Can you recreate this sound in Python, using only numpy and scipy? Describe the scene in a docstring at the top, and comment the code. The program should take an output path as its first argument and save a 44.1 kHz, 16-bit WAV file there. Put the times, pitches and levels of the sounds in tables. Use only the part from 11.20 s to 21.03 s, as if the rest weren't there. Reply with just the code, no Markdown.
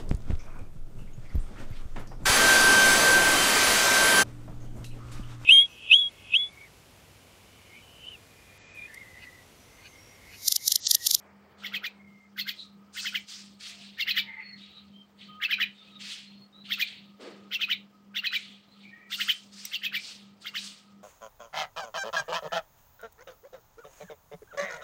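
"""A caged bird in a yard calls in bursts of two or three harsh notes, from two shaky oscillators and breath noise.
Swishes of filtered hiss come and go, and far birds whistle as narrow bands of noise.
An electric machine hums with a slow throb, as a modulated tone with low noise in step.
The cage ticks and scuffs once each, over steady air noise and a dull far murmur."""
import sys
import numpy as np
from scipy import signal
from scipy.fft import rfft, irfft, next_fast_len
from scipy.io import wavfile
from scipy.ndimage import uniform_filter1d

SR = 44100
rng = np.random.default_rng(int(sys.argv[2]) if len(sys.argv) > 2 else 0)


def digitize_waveform(pressure):
    """Quantize a signal to 16-bit integers and store it at the path in sys.argv[1].

    Rows of a 2-D input are taken as channels; values are limited to [-1, 1].
    """
    field = np.atleast_2d(pressure).T
    bounded = np.clip(field, -1, 1)
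    quanta = np.round(bounded * 32767).astype(np.int16)
    wavfile.write(sys.argv[1], SR, quanta)


N = 433503
TIME = np.arange(N) / SR   # s

# Spectra of noises, scaled to unit rms when used. Each row: frequency in Hz, relative density in dB per Hz.
AIR_COLOUR = [(25, -43.5), (70, -16), (145, -12.5), (277, -11.5), (990, -20.5), (1560, -35), (3080, -24),
              (4030, -36), (8360, -50.5), (11300, -45), (12200, -45), (15850, -33)]
MURMUR_COLOUR = [(220, -12), (450, -0.5), (900, -1), (2400, -7), (3200, -36.5)]
CHUG_COLOUR = [(85, -10.5), (120, -5), (170, 0), (260, -5.5), (400, -15)]
SWISH_CORE_COLOUR = [(1300, -9), (2000, 3.5), (3200, 13), (4400, 7.5), (5800, -22.5), (8000, -48)]
SWISH_EDGE_COLOUR = [(700, -20), (1300, -1), (2200, -2.5), (5000, 10.5), (8400, -4.5), (10000, -15.5),
                     (11500, -18), (12200, -17.5), (15300, -14.5), (15780, -11.5)]
SCUFF_COLOUR = [(200, -23.5), (300, -9.5), (450, -7.5), (600, -17.5), (970, -24), (1800, -24.5),
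                (3300, -31)]
BREATH_COLOUR = [(1050, -69), (1400, -24), (2000, -48), (3400, 1.5), (5400, -12.5), (8500, -28),
                 (10200, -39), (11500, -33), (12000, -14.5), (15300, -8.5), (15750, -12.5)]
# Course of the dull far murmur. Each row: time in seconds, level in dB.
MURMUR_LEVEL = [(0, -61.5), (.6, -60.5), (1.2, -71.5), (9.1, -72), (9.35, -67.5), (9.83, -71)]
# Course of the machine's hum before its throb. Each row: time in seconds, level in dB.
HUM_LEVEL = [(0, -62), (.5, -57.5), (4.1, -57), (6.5, -56), (7.2, -59.5), (9.83, -57.5)]
# Faint whine of the machine. Each row: frequency in Hz, mean level in dB, width in Hz.
WHINES = [(1257, -73.5, 101)]
# Far whistles. Each row: start in seconds, end in seconds, start pitch in Hz, end pitch in Hz,
# level at the middle in dB, width in Hz, gain from start to end in dB.
WHISTLES = [(0.748, 1.113, 2150, 2110, -64.5, 71, 6), (1.365, 1.593, 3940, 3950, -58, 530, -27),
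            (2.719, 2.81, 3570, 3640, -55, 78, 11), (2.45, 2.642, 700, 692, -62.5, 13, 17),
            (2.98, 3.25, 915, 873, -64.5, 42, 4), (3.037, 3.417, 2086, 2000, -50.5, 240, -11),
            (3.161, 3.401, 4430, 4280, -57.5, 55, 15), (3.184, 3.333, 2470, 2496, -52, 440, -10),
            (3.38, 3.643, 3750, 3990, -58.5, 290, 5), (3.728, 3.88, 3130, 3140, -61.5, 86, -1),
            (3.985, 4.118, 1980, 1960, -66, 160, -6), (4.003, 4.19, 3020, 3140, -55.5, 110, -1),
            (4.08, 4.279, 1248, 1234, -51.5, 10.4, -2), (4.531, 4.684, 3660, 3620, -60.5, 150, -1),
            (4.598, 4.673, 1300, 1284, -60, 13, 7), (4.666, 4.722, 2540, 2560, -57, 30, 0),
            (4.7, 4.812, 3870, 3630, -54, 200, 6), (5.056, 5.29, 4200, 4320, -58, 45, 7),
            (5.323, 5.513, 3770, 4140, -60.5, 120, -5), (6.592, 6.687, 1234, 1237, -64, 27, 0),
            (7.415, 7.54, 1247, 1234, -78, 45, 8), (7.47, 7.578, 3850, 4300, -69, 150, 2),
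            (7.625, 7.937, 2346, 2300, -56.5, 170, -1), (7.709, 7.92, 1863, 1930, -57, 87, -10)]
# Swishes. Each row: start in seconds, swell in seconds, core level in dB, edge level in dB,
# fade of the core in dB per second; levels are relative, ahead of the flutter.
SWISHES = [(.36, 0.067, -55, -61, 70), (1.24, 0.2, -65, -60, 232), (1.716, 0.12, -50, -40, 90),
           (2.056, 0.067, -47.5, -42.5, 82), (2.379, 0.088, -44.5, -44.5, 82), (2.559, 0.091, -50, -58, 94),
           (2.75, 0.2, -50.5, -73, 67), (3.35, 0.06, -52, -66.5, 53), (3.964, 0.063, -50, -66, 108),
           (4.478, 0.2, -58.5, -69.5, 60), (4.779, 0.14, -39.5, -43.5, 105), (5.428, 0.25, -41, -54.5, 104),
           (5.98, 0.05, -52, -54.5, 88), (6.2, 0.3, -66, -69.5, 164), (7.098, 0.071, -40.5, -49, 90),
           (7.5, 0.13, -59, -72, 94), (7.884, 0.15, -48, -40, 69), (8.304, 0.16, -50, -45.5, 98),
           (8.731, 0.17, -46, -44.5, 111), (9.19, 0.032, -61, -55, 64), (9.33, 0.13, -46.5, -41.5, 102)]
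# Resonances of the swishes. Each row: centre in Hz, width in Hz, height in dB.
SWISH_RINGS = [(3103, 270, -2.5), (4430, 41, 5.5), (9040, 2400, 8.5)]
# Modes of the cage wire. Each row: frequency in Hz, relative level in dB, decay by 60 dB in seconds.
WIRE_MODES = [(2150, -8, 0.036), (3920, 2.5, 0.019), (5730, 6.5, 0.034), (8140, 2, 0.03), (12500, 4, 0.011),
              (15000, 9, 0.018)]
# Bird notes. Each row: time of the arch top in seconds, shelf pitch in Hz, reference levels in dB
# of the arch, of the leap, of the shelf and of the shelf's upper partial.
NOTES = [(0.4483, 2723, -38, -36, -48, -56), (0.5419, 2520, -36.5, -34, -35, -48),
         (0.6453, 2400, -35.5, -37.5, -38, -69), (1.1895, 2633, -38, -37, -42, -41),
         (1.282, 2460, -37.5, -38, -43, -58), (1.774, 2586, -42.5, -35, -44, -41),
         (1.86, 2520, -38.5, -33, -38.5, -52), (1.951, 2292, -35.5, -29.5, -39.5, -55),
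         (2.8, 2750, -35, -34.5, -31, -39.5), (2.8851, 2477, -32, -28, -33, -30.5),
         (2.971, 2310, -29, -25, -34, -33.5), (4.2286, 2610, -32.5, -33, -27.5, -42),
         (4.3104, 2426, -32, -28, -26.5, -37), (4.407, 2430, -30, -29.5, -25.5, -38),
         (5.5141, 2660, -38, -31, -35, -47), (5.6008, 2410, -35.5, -30.5, -26.5, -35.5),
         (6.3322, 2674, -39.5, -26, -30.5, -48), (6.4157, 2487, -41, -26.5, -30.5, -41),
         (6.5033, 2317, -37, -27, -30, -35), (6.9649, 2798, -39, -29, -33.5, -43),
         (7.047, 2518, -36, -34.5, -32, -33), (7.138, 2332, -32.5, -29.5, -29, -35.5),
         (7.925, 2782, -41.5, -31, -38.5, -42), (8.0057, 2444, -36, -31.5, -45, -49),
         (8.0918, 2446, -34.5, -25, -40, -60), (8.5326, 2744, -43.5, -31.5, -33.5, -40),
         (8.641, 2545, -41, -29, -32, -55), (8.7431, 2316, -35, -31.5, -32, -46),
         (9.2629, 2793, -42.5, -37, -44, -50), (9.3575, 2474, -39, -32, -43, -37.5)]
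# Low voice within a note. Each row: time as a share of the note's nominal length, pitch over arch pitch,
# level relative to the arch in dB, roughness as a factor.
LOW_SHAPE = [(-.85, .82, -26, 1.2), (-.45, .8, -14, 1.1), (-.22, .82, -7, .8), (-.06, 1.01, 3, .35),
             (.05, 1.04, 5, .3), (.22, .88, -2, .6), (.5, .9, -16, 1.0)]
# High voice within a note. Each row: time as a share of the nominal length, share of arch pitch,
# share of shelf pitch, level relative to the leap in dB, level relative to the shelf in dB, roughness as a factor.
HIGH_SHAPE = [(-.65, 1.2, 0, -30, -60, 1.1), (-.2, 1.45, 0, -13, -60, 1.1), (.02, 1.68, 0, -6, -60, .8),
              (.22, 1.46, 0, -3, -56, 1.1), (.36, 0, 1.29, 0, -33, .75), (.48, 0, 1.3, 0, -30, .7),
              (.54, 0, 1.17, -10, -6, .6), (.62, 0, 1.02, -24, 3.5, .25), (.8, 0, .995, -40, 2.5, .17),
              (.97, 0, 1.005, -60, -3, .2), (1.14, 0, 1, -60, -22, .3)]
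# Burst by burst. Each row: time in seconds, breathiness in dB, pitch factor of the low voice's lead-in.
BREATHINESS = [(.55, -3, 0.8), (1.24, 7, 0.92), (1.87, -2, 0.9), (2.9, -1, 1.13), (4.32, -9, 0.96),
               (5.57, 2, 0.82), (6.42, -7, 0.81), (7.06, -6.5, 0.87), (8.02, 2.5, .78), (8.6, -2, 1.1),
               (9.3, -2.5, 0.71)]


def from_db(db):
    """Level to amplitude: 20 dB is a factor of ten."""
    return 10 ** (np.asarray(db) / 20)


def rms_one(x):
    """Normalisation to unit root-mean-square."""
    return x / np.sqrt(np.mean(x ** 2) + 1e-20)


def in_time(rows):
    """Linear interpolation of table columns over all samples."""
    s, *columns = np.transpose(rows)
    return [np.interp(TIME, s, column) for column in columns]


def coloured(spectrum, rings=()):
    """Spectral shaping of white noise, with resonances and steep ends, at unit rms."""
    size = next_fast_len(N)
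    hz = np.maximum(np.arange(size // 2 + 1), 1) * SR / size
    points = np.array(spectrum)
    db = np.interp(np.log(hz), np.log(points[:, 0]), points[:, 1], left=-120, right=-120)
    for centre_hz, width_hz, top_db in rings:
        db += top_db / (1 + (2 * (hz - centre_hz) / width_hz) ** 2)
    noise = rfft(rng.standard_normal(size))
    return rms_one(irfft(noise * from_db(db), size)[:N])


def drift(rate_hz, size=N):
    """Random modulation: white noise through a double-pole low-pass, at unit rms."""
    pole = np.exp(-2 * np.pi * rate_hz / SR)
    settle = 4000   # samples dropped while the filter fills
    white = rng.standard_normal(size + settle)
    return rms_one(signal.lfilter([1], [1, -2 * pole, pole * pole], white)[settle:])


def narrow_noise(hz, width_hz):
    """Quadrature modulation: a carrier of wandering height and phase is a narrow band of noise."""
    turn = 2 * np.pi * np.cumsum(hz) / SR
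    in_phase = drift(width_hz / 2, size=len(hz))
    quadrature = drift(width_hz / 2, size=len(hz))
    return in_phase * np.cos(turn) + quadrature * np.sin(turn)


def patchy(x, depth_db, rate_hz):
    """Independent modulation of third-octave bands from 600 Hz, with the treble above them left steady."""
    edges = 600 * 2 ** (np.arange(14) / 3)   # Hz
    bands = []
    for pair in zip(edges, edges[1:]):
        band = signal.sosfilt(signal.butter(2, pair, "band", fs=SR, output="sos"), x)
        bands.append(band * from_db(depth_db * drift(rate_hz)))
    bands.append(signal.sosfilt(signal.butter(2, edges[-1], "high", fs=SR, output="sos"), x))
    # alternating signs let neighbours join without gaps
    return sum(band * (-1) ** k for k, band in enumerate(bands)) / np.sqrt(2)


def swell(start_s, swell_s, top_db, fade_db_per_s):
    """Envelope of a noise: a quick onset, a swell to the top, then exponential decay."""
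    onset_s, rise_db = 0.03, 8.5
    t = np.arange(int((swell_s + 50 / fade_db_per_s) * SR)) / SR
    rise = -rise_db * np.clip(1 - t / swell_s, 0, 1)
    fade = -fade_db_per_s * np.maximum(t - swell_s, 0)
    gain = from_db(top_db + rise + fade) * np.clip(t / onset_s, 0, 1) ** 2
    out, first = np.zeros(N), int(start_s * SR)
    out[first:first + len(t)] = gain[:N - first]
    return out


def background():
    """Broadband noise: fluctuating air, and a murmur with two low resonances."""
    air = from_db(-67.5 + 2.1 * drift(17.0)) * coloured(AIR_COLOUR)
    murmur_rings = [(388, 16, 6.0), (450, 24, 6.0)]   # centre Hz, width Hz, height dB
    murmur_db = in_time(MURMUR_LEVEL)[0] + 2.0 * drift(3.8)
    return air + from_db(murmur_db) * coloured(MURMUR_COLOUR, murmur_rings)


def machine(depth=0.6, twist=0.23, chug_depth=0.7, lean=0.41):
    """Amplitude and phase modulation: a throbbing hum, noise chugging in step, a rumble that stops, a whine."""
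    hum_hz, throb_hz, throb_origin_s = 200.47, 2.805, 0.154
    hum_db, = in_time(HUM_LEVEL)
    throb = 2 * np.pi * throb_hz * (TIME - throb_origin_s)
    beat = np.cos(throb - lean * np.cos(throb))   # lean makes rise and fall unequal
    chug_db = hum_db - 11 + 1.9 * drift(23)
    chug = from_db(chug_db) * (1 + chug_depth * beat) * coloured(CHUG_COLOUR)
    tone = np.sin(2 * np.pi * hum_hz * TIME - twist * np.sin(throb))
    flicker_db = 1.4 * drift(8)
    hum = np.sqrt(2) * from_db(hum_db + flicker_db) * (1 + depth * beat) * tone
    rumble_db = -73.5 - 166.5 * np.maximum(TIME - 4.16, 0)   # fades from 4.16 s, in dB per second
    out = chug + hum + from_db(rumble_db) * narrow_noise(np.full(N, 85.0), 5.9)
    for hz, db, width_hz in WHINES:
        out += from_db(db + 5 * drift(4)) * narrow_noise(np.full(N, float(hz)), width_hz)
    return out


def far_birds(fade_s=0.03):
    """Scattering: distance and echoes smear each gliding whistle into a narrow band of noise."""
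    out = np.zeros(N)
    for start, end, hz0, hz1, mid_db, width_hz, gain_db in WHISTLES:
        span = slice(int(start * SR), int(end * SR))
        t = TIME[span]
        size = len(t)
        fade = np.clip(np.minimum(t - start, (end - t) / 1.87) / fade_s, 0, 1)   # slower at the end
        db = mid_db + gain_db * np.linspace(-.5, .5, size) + 4.1 * drift(4.5, size=size)
        hz = np.linspace(hz0, hz1, size) * (1 + 0.004 * drift(11.0, size=size))
        out[span] += from_db(db) * fade * narrow_noise(hz, width_hz)
    return out


def swishes(flutter_db=-0.62):
    """Addition of powers: a narrow core of hiss lingers while a wide edge dies first."""
    edge_fades_faster, rest_hiss_db = 1.37, -77
    core_power, edge_power = np.zeros(N), from_db(2 * rest_hiss_db)   # the edge never falls silent
    for start_s, swell_s, core_db, edge_db, fade in SWISHES:
        core_power = core_power + swell(start_s, swell_s, core_db, fade) ** 2
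        edge_power = edge_power + swell(start_s, swell_s, edge_db, edge_fades_faster * fade) ** 2
    core = np.sqrt(core_power) * coloured(SWISH_CORE_COLOUR, SWISH_RINGS)
    edge = np.sqrt(edge_power) * coloured(SWISH_EDGE_COLOUR, SWISH_RINGS)
    return patchy(core + edge, depth_db=2.2, rate_hz=14) * from_db(flutter_db * drift(45))


def cage():
    """Modal decay: one tick rattles the wires; apart from it, a dull grainy scuff of noise."""
    scuff = swell(start_s=5.975, swell_s=0.082, top_db=-43, fade_db_per_s=92)
    out = scuff * from_db(1.2 * drift(72)) * coloured(SCUFF_COLOUR)
    tick = int(8.4515 * SR)
    t = np.arange(4000) / SR
    for hz, db, t60_s in WIRE_MODES:
        envelope = from_db(-30 + db - 60 * t / t60_s) * np.clip(t / 0.0019, 0, 1)
        ring = envelope * narrow_noise(np.full(len(t), float(hz)), 0.09 * hz)
        out[tick:][:len(t)] += ring / 2
    return out


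def laid_out(share, rows):
    """Time scaling: one row of values per note, spread over its length; zero between notes."""
    note_s = 0.0365   # nominal length
    out = np.zeros(N)
    for (s, *_), row in zip(NOTES, rows):
        t = s + share * note_s
        near = slice(int(t[0] * SR), int(t[-1] * SR))
        out[near] = np.interp(TIME[near], t, row)
    return out


def voice(pitch_hz, rough, wobble=0.035, jitter=0.0407, rasp=0.91):
    """Frequency and amplitude modulation by noise: phase of a shaky oscillator and its rasping height."""
    shake = rough * (wobble * drift(71.5) + jitter * drift(257.5))
    shaken_hz = uniform_filter1d(pitch_hz, size=60) * (1 + shake)
    height = (1 + rasp * rough * drift(303)) * from_db(1.11 * drift(53))
    return 2 * np.pi * np.cumsum(shaken_hz) / SR, height


def low_voice(s, arch_hz, arch_db):
    """Pitch arch: an oscillator rises and falls, roughest in its lead-in."""
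    share, on_arch, under_arch, rough = np.transpose(LOW_SHAPE)
    lead_in = np.where(share < -.2, np.interp(s, *np.transpose(BREATHINESS)[[0, 2]]), 1)
    pitch_hz = laid_out(share, on_arch * arch_hz * lead_in)
    turn, height = voice(pitch_hz, laid_out(share, rough + 0 * s))
    level = uniform_filter1d(laid_out(share, from_db(arch_db + under_arch)), size=200)
    return level * height * np.sin(turn)


def high_voice(s, arch_hz, shelf_hz, leap_db, shelf_db, over_db):
    """Pitch leap and glide: an oscillator peaks, slides to a clean shelf, and splits where rough."""
    share, on_arch, on_shelf, under_leap, under_shelf, rough = np.transpose(HIGH_SHAPE)
    pitch_hz = laid_out(share, on_arch * arch_hz + on_shelf * shelf_hz)
    rough = laid_out(share, rough + 0 * s)
    level = laid_out(share, from_db(leap_db + under_leap) + from_db(shelf_db + under_shelf))
    level = uniform_filter1d(level, size=100)
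    turn, height = voice(pitch_hz, rough)
    main = level * height * np.sin(turn)
    split_turn, split_height = voice(.87 * pitch_hz, rough)
    strand = 0.35 * level * rough * split_height * np.sin(split_turn)
    # upper partial at 1.6 times the pitch, rougher than the voice
    over_turn, over_height = voice(1.6 * pitch_hz, rough + .5)
    over_level = laid_out(share, from_db(leap_db + under_leap - 21) + from_db(over_db + under_shelf))
    partial = uniform_filter1d(over_level, size=100) * over_height * np.sin(over_turn)
    return main + strand + partial


def breath(s, arch_db, leap_db, shelf_db, breath_db=-3, breath_s=0.014, lag_s=0.014):
    """Turbulence: a bell-shaped burst of noise at each leap, in proportion to the note's mean amplitude."""
    effort = np.zeros(N)
    mean_gain = (from_db(arch_db) + from_db(leap_db) + from_db(shelf_db)) / 3
    effort[((s[:, 0] + lag_s) * SR).astype(int)] = mean_gain[:, 0]
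    bell = np.exp(-.5 * (np.arange(-3000, 3001) / SR / breath_s) ** 2)
    gain = from_db(breath_db + in_time(BREATHINESS)[0] + 1.76 * drift(96))
    puffs = signal.fftconvolve(effort, bell, "same") * coloured(BREATH_COLOUR) * gain
    return patchy(puffs, depth_db=4.5, rate_hz=45)


def bird():
    """Two-voiced source: the low voice arches, the high one shadows it and leaps, and breath adds noise."""
    s, shelf_hz, arch_db, leap_db, shelf_db, over_db = np.transpose(NOTES)[:, :, None]
    arch_hz = 2070 * (shelf_hz / 2500) ** 0.295   # arches vary less than shelves
    low = low_voice(s, arch_hz, arch_db)
    high = high_voice(s, arch_hz, shelf_hz, leap_db, shelf_db, over_db)
    call = np.sqrt(2) * (low + high) + breath(s, arch_db, leap_db, shelf_db)
    return signal.sosfilt(signal.butter(8, 1200, "high", fs=SR, output="sos"), call)


def yard(x):
    """Reverberation: walls and pots scatter sound into a short tail, dull at both ends, that blurs clear tones."""
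    t60_s, tail_db = 0.21, -17
    t = np.arange(int(.4 * SR)) / SR
    tail = rng.standard_normal(len(t)) * from_db(-60 * t / t60_s) * np.clip(t / 0.0021, 0, 1)
    tail = signal.sosfilt(signal.butter(1, [1500, 5000], "band", fs=SR, output="sos"), tail)
    tail = tail / np.sqrt(np.sum(tail ** 2))
    blurred = x * (.5 + drift(150.0))
    return from_db(tail_db) * signal.fftconvolve(blurred, tail)[:N]


def scene():
    """Superposition of all sources at one microphone; bird and cage also excite the yard."""
    near = bird() + cage()
    return (near + yard(near) + swishes() + far_birds() + machine() + background())[None]


def band_limit(x):
    """A steep low-pass at the top of the band."""
    return signal.sosfilt(signal.butter(12, 16240, fs=SR, output="sos"), x)


def record(dry):
    """Low-pass filtering: a steep elliptic filter cuts the top at 15830 Hz."""
    cut = signal.sosfilt(signal.ellip(10, .5, 60, 15830, fs=SR, output="sos"), dry)
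    return band_limit(cut)


dry = scene()
out = record(dry)
digitize_waveform(out)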